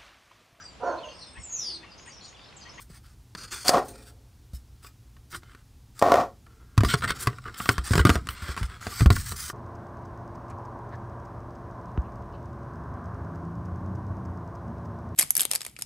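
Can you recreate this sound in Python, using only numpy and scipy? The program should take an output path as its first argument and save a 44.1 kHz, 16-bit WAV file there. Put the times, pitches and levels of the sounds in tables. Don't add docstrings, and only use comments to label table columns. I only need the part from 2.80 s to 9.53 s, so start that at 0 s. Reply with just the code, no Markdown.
import sys
import numpy as np
from scipy import signal
from scipy.io import wavfile
from scipy.ndimage import uniform_filter1d

SR = 44100
rng = np.random.default_rng(int(sys.argv[2]) if len(sys.argv) > 2 else 0)


def master(y):
    cut = np.clip(np.atleast_2d(y).T, -1, 1)
    pcm = np.round(cut * 32767)
    wavfile.write(sys.argv[1], SR, pcm.astype(np.int16))


N = 296790
HZ = np.fft.rfftfreq(8192, 1 / SR)

# time in seconds, strength of the crack in dB,
# gain of its hollow part in dB, strength of the panel's swing in dB, panel pitch in Hz.
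KNOCKS = [(0.099, -58.5, 10, -36.5, 149), (1.734, -56, 10, -27, 63.6), (3.9773, -12.5, -22.5, -2.5, 106),
          (4.006, -20, -10.5, -7.5, 98.6), (4.0339, -18, 1, -25, 69.5), (4.0477, -16, -16.5, -16, 58.5),
          (4.1387, -10, -14.5, -9, 137), (4.4709, -11.5, -10.5, -10, 119), (4.89, -4, -14.5, -12, 113.6),
          (4.9804, -18.5, -16, -17.5, 62.5), (5.108, -24, -1.5, -9, 94), (5.1339, -12, -9.5, -16, 79.5),
          (5.1539, -12, -12, -10, 148), (5.178, -10.5, -12, -15, 70), (5.198, -16.5, -8, -7, 73),
          (5.251, -7.5, -4.5, -7.5, 107), (5.2682, -15, -4.5, -18, 167), (5.2925, -9.5, -4.5, -18, 157),
          (5.2999, -9, -14, -9, 80), (5.3545, -16, -10, -15.5, 70.4), (5.4879, -18, -33, -28.5, 68),
          (5.622, -38, -20, -25.5, 74.4), (5.689, -29.5, -5, -22.5, 67.4), (5.812, -39, -15, -17.5, 77.8),
          (5.8294, -23.5, -33, -17.5, 61), (6.0672, -22.5, -6.5, -25, 90),
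          (6.2064, -16.5, -10.5, -9.5, 65.6), (6.219, -30, -15, -5, 113), (6.2592, -14.5, -2, -1, 68.6),
          (6.303, -10, -11, -3, 94.6)]
# frequency in Hz, gain in dB.
EDGE_TONE = [(100, -11.5), (380, -11.5), (800, -21), (1200, -3), (2200, -14), (4200, -13), (5200, -13.5),
             (6400, -25), (8400, -14), (10500, -32), (15000, -27)]
LID_TONE = [(30, -33.5), (70, -17.5), (170, -17), (300, -11), (550, -8), (900, -11), (1300, -13.5),
            (1700, -24.5), (3000, -31.5), (5500, -32.5), (10000, -45), (15000, -46)]
CARD_TONE = [(100, -19.5), (300, -16.5), (750, -27), (1300, -10.5), (2500, -19), (4000, -22.5), (6000, -16),
             (8600, -17.5), (11000, -25), (15000, -27.5)]
# frequency in Hz, width in Hz, boost in dB.
EDGE_MODES = [(1160, 37, 3.3), (1415, 450, 5.9), (2040, 400, 7.7), (2770, 70, 2.2), (3213, 620, 5.6),
              (4320, 150, 4.4)]
CARD_MODES = [(1480, 130, 6), (3430, 200, 8), (4407, 320, 12), (4870, 380, 11), (8600, 550, 2.6)]


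def box_knocks(boost_db=38, wall_db=-7, slap_crisp_db=-15.5, tick_hollow_db=-15.5, lag_s=0.000965):
    # frequency in Hz, gain in dB.
    box_tone = [(60, -10.5), (180, 5), (400, -2), (800, -10), (1300, -4), (2800, -16), (4600, -9.5),
                (6500, -14.5), (9000, -15.5), (15000, -25)]
    # frequency in Hz, width in Hz, boost in dB.
    box_modes = [(405, 50, 4.56), (706, 36, 6.6), (1135, 130, 7.2), (1426, 50, 4.8), (1920, 130, 1.6),
                 (3006, 140, 2.6), (4640, 300, 5)]
    # time in seconds, strength in dB, treble gain in dB.
    ticks = [(1.059, -59, 4), (1.7327, -55, 4), (2.045, -35, -22), (2.366, -46, -20), (2.632, -40.5, -20),
             (2.748, -37.5, -19), (3.1917, -35.5, 4.5), (3.6653, -43, -21.5), (4.3055, -15, -12.5),
             (4.584, -33.5, -18.5), (4.801, -15, -40), (4.8563, -19.5, -19), (5.4704, -27, -11.5),
             (5.7644, -26.5, -14), (5.7759, -21, -21), (6.3643, -20.5, -26), (6.5198, -24.5, -11.5),
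             (6.6986, -23.5, -12)]
    out = np.zeros(N)
    slaps = [(s, db, hollow_db, slap_crisp_db) for s, db, hollow_db, *_ in KNOCKS]
    catches = [(s, db, tick_hollow_db, crisp_db) for s, db, crisp_db in ticks]
    for s, db, hollow_db, crisp_db in slaps + catches:
        place_db = curve([(600, hollow_db), (1100, wall_db), (2600, wall_db), (4800, crisp_db)])
        gain_db = response(box_tone, box_modes) + place_db + ripple(spread_db=3)
        add(out, s + lag_s, amp(db + boost_db) * colour(impact(crush_s=0.0036, snap=0.55), gain_db))
    return out


def box_thumps(rise_s=0.0051, overtone_ratio=2.38, boost_db=4, swing_cycles=6.3, linger_s=0.093):
    out, t = np.zeros(N), np.arange(SR // 3) / SR
    for s, _, _, db, hz in KNOCKS:
        linger = amp(-17.5 - 60 * t / linger_s)
        fade = amp(-60 * t * hz / swing_cycles) + linger
        phase = 2 * np.pi * hz * t
        swing = np.cos(phase) * fade + 0.199 * np.sin(overtone_ratio * phase) * fade ** 1.5
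        add(out, s, amp(db + boost_db) * swing * (1 - np.exp(-t / rise_s)))
    return out


def flap_edge(skid_s=0.0091, skid_db=-22.5, skid_tilt_db=-6):
    # start in seconds, length in seconds, level in dB, tilt to the treble in dB per octave.
    scrapes = [(2.525, 0.032, -39.5, -4.5), (2.619, 0.19, -60.5, -3.5), (3.66, 0.53, -63, -14),
               (4.083, 0.053, -26, 4.5), (4.22, 0.036, -27, -6), (4.274, 0.037, -27, -1.5),
               (4.332, 0.2, -46, -10), (4.649, 0.04, -37.5, -10.5), (4.739, 0.26, -44.5, 0),
               (5.047, 0.35, -45, -9), (5.19, 0.012, -19.5, -7.5), (5.25, 0.018, -27.5, -2),
               (5.484, 0.13, -47.5, 0.5), (5.612, 0.13, -41.5, -2.5), (5.762, .08, -43, -9.5),
               (5.883, .075, -44, -5), (6, 0.13, -44, -4.5), (6.193, 0.031, -34.5, -8.5),
               (6.506, 0.041, -40, -18.5), (6.554, 0.14, -56.5, -4)]
    out = np.zeros(N)
    skids = [(s, skid_s, db + skid_db, skid_tilt_db) for s, db, *_ in KNOCKS]
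    for row in scrapes + skids:
        add(out, *stroke(row, response(EDGE_TONE, EDGE_MODES), rise_s=0.0061, release_s=0.067,
                         tilt_top_hz=3730, ripple_db=4.5, slips_per_s=1500, spread_db=3,
                         hiss=0.55, uneven_db=4.5, uneven_per_s=165.7))
    return out


def lid_judder(jolt_boost_db=23):
    # start in seconds, length in seconds, level in dB.
    pushes = [(0.844, 0.044, -37), (0.887, 0.063, -26.5), (.932, 0.042, -19), (3.218, 0.19, -20.5)]
    # time in seconds, strength in dB.
    jolts = [(0.893, -17), (0.9446, -14.5), (.971, -18), (.982, -19.5), (3.2159, -20), (3.2245, -7),
             (3.3197, -5), (3.3411, -9), (3.357, -14)]
    # frequency in Hz, width in Hz, boost in dB.
    lid_modes = [(285, 200, 2.6), (552, 20, 7), (717, 150, 13), (1116, 150, 9), (1408, 70, 7),
                 (1850, 110, 10), (2400, 55, 3.3)]
    force = np.zeros(N)
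    for s, length, db in pushes:
        speed = slide_speed(length, rise_s=0.0087, release_s=0.19)
        drag = friction(len(speed), slips_per_s=1400, spread_db=1, hiss=0.68,
                        uneven_db=0.5, uneven_per_s=160)
        add(force, s, amp(db) * speed * drag)
    for s, db in jolts:
        add(force, s, amp(db + jolt_boost_db) * impact(crush_s=0.0024, snap=0.8))
    return colour(force, unit_power(response(LID_TONE, lid_modes)))[:N]


def card_snap(squeak_at_s=0.8835, squeak_hz=4650, squeak_db=-7, swell_s=0.0015):
    # time in seconds, energy in dB, tilt to the treble in dB per octave.
    taps = [(0.5501, -7.5, -8), (.8815, 8.5, 2.5), (0.8923, 9, 1.5)]
    out, t = np.zeros(N), np.arange(-SR // 50, SR // 100) / SR
    pitch_hz = squeak_hz * (1 + 0.08 * waver(len(t), per_s=900))
    squeak = np.exp(-abs(t) / swell_s) * np.sin(2 * np.pi * np.cumsum(pitch_hz) / SR)
    add(out, squeak_at_s + t[0], amp(squeak_db) * squeak)
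    for s, db, tilt_db in taps:
        gain_db = response(CARD_TONE, CARD_MODES) + tilt(tilt_db, top_hz=9000)
        add(out, s, amp(db) * colour(impact(crush_s=0.0051, snap=0.5), unit_power(gain_db)))
    return out


def card_slide():
    # start in seconds, length in seconds, level in dB, tilt to the treble in dB per octave.
    slides = [(0.567, 0.087, -43.5, -2.5), (0.704, 0.045, -35, -0.5), (.78, 0.069, -44, 1),
              (0.844, 0.061, -28, 0.5), (0.913, 0.027, -44.5, 5)]
    out = np.zeros(N)
    for row in slides:
        add(out, *stroke(row, response(CARD_TONE, CARD_MODES), rise_s=0.018, release_s=0.25,
                         tilt_top_hz=9000, ripple_db=4, slips_per_s=3500, spread_db=-1,
                         hiss=0.27, uneven_db=-4, uneven_per_s=96))
    return out


def fingers():
    # start in seconds, length in seconds, level in dB, tilt to the treble in dB per octave.
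    rubs = [(0, 0.02, -49, 2), (0.089, 0.093, -56, -2.5), (0.228, 0.091, -60.5, -4.5),
            (1.039, 0.071, -49.5, 0.5), (1.124, 0.18, -56.5, -2.5), (1.731, 0.037, -51.5, 3.5),
            (2.019, 0.055, -52, -2), (2.497, 0.068, -46, -0.5), (3.148, 0.15, -52, -3),
            (3.967, 2.3, -55.5, -8), (4.038, 0.059, -39, -3), (4.163, 0.027, -41, -3),
            (4.343, 0.13, -43.5, -4), (4.393, 0.041, -33, 2.5), (4.77, 0.16, -40.5, 3),
            (5.035, .17, -37, -2), (5.259, 0.09, -38.5, -4.5), (5.488, 0.033, -39.5, 16),
            (5.612, .12, -46.5, -3.5), (5.762, 0.091, -44, -5.5), (6.007, 0.17, -45, -2),
            (6.088, 0.15, -38.5, -0.5), (6.314, 0.22, -37.5, 0.5), (6.554, 0.13, -37, 0.5)]
    # frequency in Hz, gain in dB.
    skin_tone = [(200, -24.5), (400, -31), (750, -17), (1400, -3.5), (2800, -12.5), (5000, -5), (6600, -10),
                 (8400, -3.5), (11300, -14), (15000, -10)]
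    out = np.zeros(N)
    for row in rubs:
        add(out, *stroke(row, curve(skin_tone), rise_s=0.018, release_s=0.11,
                         tilt_top_hz=14500, ripple_db=4.5, slips_per_s=1700, spread_db=2.5,
                         hiss=0.65, uneven_db=3.5, uneven_per_s=81))
    return out


def snags(rubbing, snags_per_s=35, boost_db=14, spread_db=2):
    moments = rng.random(N) < snags_per_s / SR
    sizes = amp(boost_db + spread_db * np.minimum(rng.exponential(1, N), 2))
    clicks = moments * sizes * effort(rubbing, samples=1500)
    return colour(clicks, unit_power(response(EDGE_TONE, EDGE_MODES)))[:N]


def grip(rubbing, rumble_db=-11):
    # frequency in Hz, gain in dB.
    hand_tone = [(20, -12.5), (55, 0.5), (110, 1.5), (250, -21.5), (700, -44), (2000, -75.5)]
    rumble = colour(rng.standard_normal(N), curve(hand_tone))[:N]
    return amp(rumble_db) * effort(rubbing, samples=3000) * unit_level(rumble)


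def lid_creep(start_s=1.0, length_s=0.08, level_db=-46, tilt_db=-24):
    out = np.zeros(N)
    add(out, *stroke((start_s, length_s, level_db, tilt_db), curve(LID_TONE), rise_s=0.02, release_s=0.9,
                     tilt_top_hz=3065, ripple_db=5, slips_per_s=490, spread_db=8,
                     hiss=0.88, uneven_db=-2.5, uneven_per_s=28))
    return out


def room(x, width, echoes_per_s=3000, side_top_hz=700):
    # frequency in Hz, seconds an echo takes to fade by 60 dB.
    fade_times = [(80, 0.85), (400, 0.16), (1500, 0.067), (6000, 0.11), (15000, 0.12)]
    echoes = rng.choice([-1., 1.], (2, SR // 2)) * (rng.random((2, SR // 2)) < echoes_per_s / SR)
    echoes[:, :SR // 300] = 0
    hz, t, spectrum = signal.stft(echoes, SR, nperseg=256)
    fade = amp(-60 * t / curve(fade_times, hz)[:, None])
    tail = signal.istft(spectrum * fade, SR, nperseg=256)[1]
    mid, side = signal.fftconvolve(x[None], tail / np.linalg.norm(tail[0]), axes=1)[:, :N]
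    side = width * signal.sosfilt(signal.butter(1, side_top_hz, fs=SR, output="sos"), side)
    return np.array([mid + side, mid - side])


def air(noise_db=-52.5):
    # frequency in Hz, gain in dB.
    air_tone = [(15, -50), (25, -25), (39, -11), (62, -7), (115, -15.5), (160, -25.5), (260, -26.5),
                (390, -35), (600, -41.5), (820, -39.5), (2100, -46), (5400, -45), (16000, -52.5)]
    noise = colour(rng.standard_normal(N + SR), curve(air_tone))[SR:SR + N]
    t = np.arange(N) / SR
    hum = sum(amp(db) * np.sin(2 * np.pi * hz * t) for hz, db in [(59.5, -59.5), (120, -58)])
    return amp(noise_db) * unit_level(noise) + hum


def stroke(row, gain_db, rise_s, release_s, tilt_top_hz, ripple_db, **grain):
    start, length, db, tilt_db = row
    speed = slide_speed(length, rise_s, release_s)
    gain_db = gain_db + tilt(tilt_db, tilt_top_hz)
    travel = np.pi / 2 * np.minimum(np.arange(len(speed)) / SR / length, 1)
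    out = 0
    for share in np.cos(travel), np.sin(travel):
        force = amp(db) * share * speed * friction(len(speed), **grain)
        out = out + colour(force, unit_power(gain_db + ripple(ripple_db)))
    return start, out


def slide_speed(length, rise_s, release_s):
    t = np.arange(0, length + release_s, 1 / SR)
    stopping = amp(-60 * np.maximum(t - length, 0) / release_s)
    return np.sin(np.pi / 2 * np.minimum(t / rise_s, 1)) * stopping


def friction(n, slips_per_s, spread_db, hiss, uneven_db, uneven_per_s):
    slips = (rng.random(n) < slips_per_s / SR) * rng.choice([-1, 1], n)
    sizes = amp(spread_db * np.minimum(rng.exponential(1, n), 3))
    rub = unit_level(slips * sizes) + hiss * rng.standard_normal(n)
    pressure = amp(uneven_db * waver(n, uneven_per_s))
    return unit_level(rub * pressure)


def impact(crush_s, snap):
    t = np.arange(SR // 30) / SR
    force = rng.standard_normal(len(t)) * np.exp(-t / crush_s)
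    force /= np.linalg.norm(force)
    force[0] += snap
    return force / np.linalg.norm(force)


def effort(rubbing, samples):
    return np.sqrt(abs(uniform_filter1d(rubbing ** 2, size=samples)))


def response(tone, modes):
    return curve(tone) + sum(db / (1 + (2 * (HZ - hz) / width) ** 2) for hz, width, db in modes)


def tilt(tilt_db, top_hz):
    return tilt_db * np.log2(1 + np.minimum(HZ, top_hz) / 1000)


def ripple(spread_db):
    return spread_db * np.interp(HZ, np.geomspace(200, 16000, num=110), rng.standard_normal(size=110))


def colour(x, gain_db):
    log_gain = np.log(amp(np.r_[gain_db, gain_db[-2:0:-1]]))
    ring = np.fft.ifft(np.exp(np.conj(signal.hilbert(log_gain)))).real
    return signal.fftconvolve(x, ring[:len(ring) // 2])


def curve(points, hz=HZ):
    point_hz, value = np.transpose(points)
    return np.interp(np.log(hz + 1), np.log(point_hz + 1), value)


def waver(n, per_s):
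    at = np.arange(n) * per_s / SR
    turns = int(at[-1]) + 2
    return np.interp(at, np.arange(turns), rng.standard_normal(turns))


def unit_power(gain_db):
    return gain_db - 10 * np.log10(np.mean(amp(gain_db) ** 2))


def unit_level(x):
    return x / np.sqrt(np.mean(x ** 2) + 1e-20)


def amp(db):
    return 10 ** (np.asarray(db) / 20)


def add(mix, s, sound):
    part = mix[max(round(s * SR), 0):][:len(sound)]
    part += sound[:len(part)]


def scene():
    rubbing = flap_edge() + fingers()
    in_hand = rubbing + box_knocks() + box_thumps() + grip(rubbing) + snags(rubbing)
    on_desk = card_slide() + card_snap() + lid_judder() + lid_creep()
    slightly_left = amp([[0.2], [-0.2]])
    echoes = room(amp(-21) * in_hand, width=0.02) + room(amp(-20.5) * on_desk, width=0.2)
    return in_hand + on_desk * slightly_left + echoes + air()


def record(dry, low_cut_hz=24, ceiling=1.05, high_cut_hz=15700):
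    dry = signal.sosfilt(signal.butter(2, low_cut_hz, "highpass", fs=SR, output="sos"), dry)
    rounded = dry / (1 + (dry / ceiling) ** 4) ** (1 / 4)
    treble_cut = signal.firwin(401, high_cut_hz, window=("kaiser", 8), fs=SR)
    return signal.oaconvolve(rounded, treble_cut[None], "same")


dry = scene()
out = record(dry)
master(out)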